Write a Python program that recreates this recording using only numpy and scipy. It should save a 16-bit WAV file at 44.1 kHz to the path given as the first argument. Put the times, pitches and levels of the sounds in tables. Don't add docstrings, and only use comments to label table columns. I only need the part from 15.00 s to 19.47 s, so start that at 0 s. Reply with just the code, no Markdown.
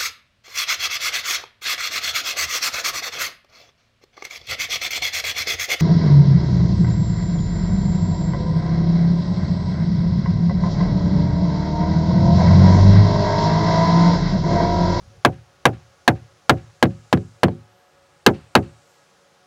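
import sys
import numpy as np
from scipy import signal
from scipy.fft import rfft, irfft
from scipy.io import wavfile
from scipy.ndimage import map_coordinates

SR = 44100
rng = np.random.default_rng(int(sys.argv[2]) if len(sys.argv) > 2 else 0)


def digitize_waveform(pressure):
    field = np.atleast_2d(pressure).T
    bounded = np.clip(field, -1, 1)
    quanta = np.round(bounded * 32767).astype(np.int16)
    wavfile.write(sys.argv[1], SR, quanta)


def boost_factor(decibels):
    exponent = np.asarray(decibels, float) / 20
    return 10 ** exponent


N = 197017


def evened(x):
    return x / np.sqrt(np.mean(x ** 2) + 1e-20)


def read(points, hz):
    f, value = np.transpose(points)
    return np.interp(np.log(hz + 1), np.log(f + 1), value)


def add(mix, s, sound):
    part = mix[round(s * SR):][:len(sound)]
    part += sound[:len(part)]


def coloured(x, colour):
    gain = boost_factor(read(colour, np.fft.rfftfreq(len(x), 1 / SR)))
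    return evened(irfft(rfft(x) * gain, len(x)))


def slow(hz):
    knots = rng.standard_normal(300)
    return map_coordinates(knots, [np.arange(N) / SR * hz], order=3)


def bumps(events):
    t = np.arange(N) / SR
    return sum(boost_factor(db) * np.exp(-((t - s) / length) ** 2) for s, db, length in events)


# t/s, level/dB, length/s
PUFFS = [
    (0.0, -46, 0.047),
    (.09, -47, 0.061),
    (.18, -49, 0.018),
    (3.2, -69.5, .3),
]


def wind():
    fade_db = -64.5 - 3 * np.arange(N) / SR
    lumps_db = 5 * slow(3.2)
    gusts = boost_factor(fade_db + lumps_db) + bumps(PUFFS)
    colour = [(30, -16), (60, 0.5), (100, 0.5), (160, -13.0), (300, -26.5), (1000, -68.5)]
    return gusts * coloured(rng.standard_normal(N), colour)


# f/Hz, level/dB per Hz
AIR = [(30, -18), (130, -8), (250, -11), (600, -7), (1300, -9), (5500, -18.5), (10000, -30.5), (15800, -35)]


def air():
    return boost_factor(-57 - 3.5 + 0.27 * slow(17.0)) * coloured(rng.standard_normal(N), AIR)


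def rustle(s, db, centre_hz, octaves):
    hz, t, z = signal.stft(rng.standard_normal(N + 1024), SR, nperseg=512)
    away = np.log2((hz[:, None] + 1) / np.interp(t, s, centre_hz)) / octaves
    fall_db = -6 * np.where(away > 0, 4.2 * away, away) ** 2
    hiss = signal.istft(z * boost_factor(fall_db), SR, nperseg=512)[1][:N]
    return evened(hiss) * boost_factor(np.interp(np.arange(N) / SR, s, db) + 1.3 * slow(2.5))


# t/s, level/dB, centre of the hiss f/Hz
LEAVES = [(0, -64, 6000), (0.502, -69, 6160), (1.5, -65.5, 6315), (2.201, -63.5, 7140), (2.698, -75, 6730),
          (3.198, -73, 7830), (3.6, -65.5, 7923), (3.9, -66, 7314), (4.149, -69, 6620), (4.47, -68.5, 5890)]


def leaves():
    s, db, hz = np.transpose(LEAVES)
    branch_db = -78.5 + 0.59 * (db - db.mean())
    branch_lead_s, branch_hz = -0.2, 10150
    branches = rustle(s - branch_lead_s, branch_db, branch_hz + 0 * hz, octaves=0.37)
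    return rustle(s, db, hz, octaves=1.0) + branches


# f/Hz, width/Hz, level/dB rms
DRONE = [(150, 16, -73.5), (181, 11, -77.5), (292, 14.2, -83), (371, 15, -72), (467, 16, -73),
         (556, 26, -66), (730, 10, -69.5), (830, 24, -73), (1122, 30, -74.5), (1273, 40, -72.5),
         (1430, 55, -73.5), (1658, 19, -74.5)]


def drone():
    f, z = np.fft.rfftfreq(N, 1 / SR), rfft(rng.standard_normal(N))
    out = np.zeros(N)
    for hz, width, db in DRONE:
        band = z / (1 + (2 * (f - hz) / width) ** 2)
        out += boost_factor(db) * evened(irfft(band, N))
    return out


def driven(modes, seat):
    hz, loose_db, tight_db, home_db, last = np.transpose(modes)
    a, b = rng.uniform(-1, 1, (len(hz), 2)).T
    db = tight_db + max(1 - seat, 0) * (loose_db - tight_db) + max(seat - 1, 0) * (home_db - tight_db)
    return hz * (1 + 0.012 * a), db + 1.5 * b, last


def ring(hz, db, t60, rise_cycles):
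    out = np.zeros(SR // 2)
    for k, (f, level_db, last) in enumerate(zip(hz, db, np.clip(t60, .008, .5))):
        t = np.arange(min(int(last * SR * 1.4), len(out))) / SR
        rise = 1 - np.exp(-t * f / rise_cycles)
        fall = boost_factor(level_db - 60 * t / last)
        add(out, 0, (-1) ** k * rise * fall * np.sin(2 * np.pi * f * t))
    return out


# delay t/s, f/Hz, level/dB
THUDS = [
    (0, 800, 4.5),
    (.0055, 430, -6),
    (0.0129, 370, -7.5),
    (.033, 230, -19.5),
]


def thuds():
    out, t = np.zeros(SR // 2), np.arange(600) / SR
    for delay, hz, db in THUDS:
        swell = np.sin(np.pi * np.minimum(t * hz / 1.81, 1))
        add(out, delay, -boost_factor(db) * np.sin(2 * np.pi * hz * t) * swell)
    return out


# f/Hz, level/dB with the peg loose, tight and home, t60/s (time to fall 60 dB)
HULL = [(209.1, -12, -4.5, 0, .18), (245.2, -17, -3, -3, .22), (275.4, -17, -7.5, -8.5, 0.22),
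        (322.3, -5, -3.5, -6, 0.14), (351.5, -9, -6.5, -5, 0.22), (412, -14.5, -7.5, -2.5, 0.18),
        (459.2, -9, -8.5, 0, 0.1), (541, -12.5, -15.5, -10, 0.22), (590, 2, -15.5, 1.5, 0.083),
        (713.2, 1.5, -12, -7.5, 0.1), (758, -6.5, -16.5, -14.5, 0.17), (800, -3, -18.5, -9, 0.049),
        (876, -6.5, -17.5, -6, 0.089), (907, -12, -19, -13, 0.021)]


def planks(seat):
    return boost_factor(-13.5) * ring(*driven(HULL, seat), rise_cycles=1.9)


# f/Hz, level/dB with the peg loose, tight and home, t60/s
KEEL = [(65.7, -19, -17.5, -19, 0.31), (81, -10.5, -13.5, -13.5, .35), (91.3, -17, -6, -15, .3),
        (109.8, -12.5, -6, -13.5, 0.39), (117.6, -6, -17, -10.5, 0.37), (143.2, -2.5, -1.5, -11, 0.22),
        (153.5, -12.5, -8.5, -9.5, 0.33), (182, -17, 2.5, -8.5, .22), (179.9, -12.5, -6.5, -8.5, 0.17)]


def keel(seat, dull_db):
    return boost_factor(-14.5 + .4 * dull_db) * ring(*driven(KEEL, seat), rise_cycles=0.79)


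# f/Hz, level/dB per Hz
CRACK = [(500, -15.5), (1500, 9.5), (3500, -9), (6000, -5.5), (10000, -14.5), (16000, -23.5)]


def crack():
    t = np.arange(SR // 2) / SR
    slap = boost_factor(-21.5) * (0.37 + np.exp(-((t - .0125) / 0.0025) ** 2)) / (1 + (t / 0.013) ** 16)
    scatter = boost_factor(-30.5 - 60 * t / 0.05) + boost_factor(-40.5 - 60 * t / 0.2)
    fall = boost_factor(-60 * t / .014) + slap + scatter
    rise = 1 - np.exp(-(t / 0.00059) ** 2)
    return coloured(rng.standard_normal(len(t)), CRACK) * rise * fall


# f/Hz, level/dB per Hz
RATTLE = [(60, -19), (150, -0.5), (400, 2), (1000, -2.5), (2000, -6), (4000, -9), (8000, -33),
          (16000, -41.5)]
# f/Hz, t60/s
RATTLE_T60 = [(60, 0.39), (160, 0.15), (420, 0.1212), (1100, 0.075), (2900, 0.049), (7700, 0.0098),
              (16000, 0.075)]


def rattle():
    t = np.arange(SR // 2) / SR
    hz, z = np.fft.rfftfreq(len(t), 1 / SR), rfft(coloured(rng.standard_normal(len(t)), RATTLE))
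    out = np.zeros(len(t))
    for f in 62.5 * 2. ** np.arange(9):
        band = irfft(z * np.clip(1 - abs(np.log2((hz + 1) / f)), 0, 1))
        out += band * (1 - np.exp(-t * f / 0.97)) * boost_factor(-60 * t / read(RATTLE_T60, f))
    return out


# f/Hz, width/Hz, share
CHOKE = (940, 680, 0.34)


def choked(x, grip):
    hz, width, share = CHOKE
    middle = signal.lfilter(*signal.iirpeak(hz, hz / width, SR), x)
    return x - np.clip(grip * share, 0, 1) * middle


# f/Hz, level/dB with the peg loose, tight and home, width/Hz
RAIL = [(1194.4, -13, -14.5, -4, 600), (1624.4, 2.5, -0.5, -5, 90), (2085, -18, -15, -19, 110),
        (2277, -8.5, -8, -6.5, 220), (2617, -10, -8.5, -4.5, 160), (2918, -8, -6.5, -8.5, 130),
        (3187, -19.5, -12, -7, 230), (3800, -11, -11.5, -10, 99), (4180, -22.5, -17.5, -4.5, 170),
        (4500, -21, -11, -6, 180), (4970, -19.5, -15.5, -9, 210)]
# level/dB loose, tight and home, width/Hz, how late the slot chokes it
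SHANK = (7.5, -2.5, 1.5, 148.5, 6.5)


def peg_ring(seat, grip, shank_hz, dull_db):
    loose_db, tight_db, home_db, shank_width, _ = SHANK
    free_db = loose_db if seat < 1 else home_db
    shank = (shank_hz, free_db + grip * (tight_db - free_db), shank_width)
    hz, db, width = np.c_[driven(RAIL, seat), shank]
    return ring(hz, db + 0.098 * dull_db * hz / 1000, 2.57 / width, rise_cycles=1.1)


# f/Hz, level/dB per Hz
BANK = [(200, -26.5), (600, 0.5), (1300, 0.5), (2600, -3), (4500, -13.5), (8000, -21), (16000, -47.5)]


def bank(peg):
    t = np.arange(SR // 2) / SR - .07
    shape = np.clip(t / 0.019, 0, 1) * (boost_factor(-60 * t / 0.065) + boost_factor(-11.5 - 60 * t / 0.61))
    a, b = rng.standard_normal((len(t), 2)).T
    ringing = coloured(signal.fftconvolve(b, peg)[:len(t)], [(800, -13.5), (4000, 0.3)])
    return boost_factor(-46.5) * (coloured(a, BANK) + boost_factor(-6.5) * ringing) * shape


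# t/s, boom level/dB, sharpness level/dB, seat of the peg (0 loose, 1 tight, 2 home),
# pitch of the free shank f/Hz
BLOWS = [
    (0.2484, 1, 1.5, 0.15, 1150),
    (0.6537, -0.5, 3.5, 0.08, 1130),
    (1.0775, 2, 2.5, 0.13, 1730),
    (1.4944, 3.5, 3.5, 0.31, 1409),
    (1.8261, 2.5, -0.5, 0.92, 763),
    (2.1273, 2.5, -5, 0.99, 740),
    (2.4321, 3.5, -2.5, 0.92, 744),
    (3.263, 1, 7.5, 1.8, 2718),
    (3.5518, 3, 4.5, 1.78, 1390),
]
# t/s, boom level/dB, sharpness level/dB
BOUNCES = [
    (1.854, -9, -17),
    (2.173, -18, -21),
    (2.4825, -7.5, -20),
    (3.2865, -8.5, -11),
    (3.574, -13, -14),
]


def hammer():
    push, ribs = boost_factor(-3.5) * thuds(), rattle()
    out = np.zeros(N)
    blows = [(*row, 0) for row in BLOWS]
    bounces = [(*row, 1.4, 1750, -20) for row in BOUNCES]
    for s, boom_db, sharp_db, seat, shank_hz, dull_db in blows + bounces:
        grip = max(1 - abs(seat - 1), 0) ** SHANK[4]
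        boom = planks(seat) + keel(seat, dull_db) + boost_factor(0.56 * dull_db) * push
        add(out, s, boost_factor(boom_db) * boom)
        peg = boost_factor(1.3 * sharp_db - 4) * peg_ring(seat, grip, shank_hz, dull_db)
        shake = boost_factor(.8 * sharp_db + 0.79 * dull_db) * (boost_factor(-9) * ribs + boost_factor(-7.5) * rattle())
        noisy = choked(shake + boost_factor(sharp_db + dull_db - 6) * crack(), grip)
        add(out, s + .0005, noisy + peg)
        add(out, s, boost_factor(sharp_db + dull_db) * bank(peg))
    return out


# t/s, level/dB, length/s
INSECT = [
    (2.77, -78, .07),
    (2.88, -85, .07),
    (3.92, -78, .09),
]


def insect():
    colour = [(9500, -35), (11500, -1), (13300, -1), (14300, -6), (15800, -25)]
    return bumps(INSECT) * coloured(rng.standard_normal(N), colour)


def scene():
    meadow = wind() + air() + leaves() + drone()
    return (meadow + hammer() + insect())[None]


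def low_pass(x):
    return signal.sosfilt(signal.butter(12, 16840, fs=SR, output="sos"), x)


def record(dry):
    ceiling, knee, low_hz, edge_hz = .76, 3.5, 62., 16050
    flat = dry / (1 + abs(dry / ceiling) ** knee) ** (1 / knee)
    flat = signal.sosfilt(signal.butter(2, low_hz, "high", fs=SR, output="sos"), flat)
    edge = signal.firwin(511, edge_hz, window=("kaiser", 9), fs=SR)
    finished = signal.oaconvolve(flat, edge[None], "same")
    return low_pass(finished)


dry = scene()
out = record(dry)
digitize_waveform(out)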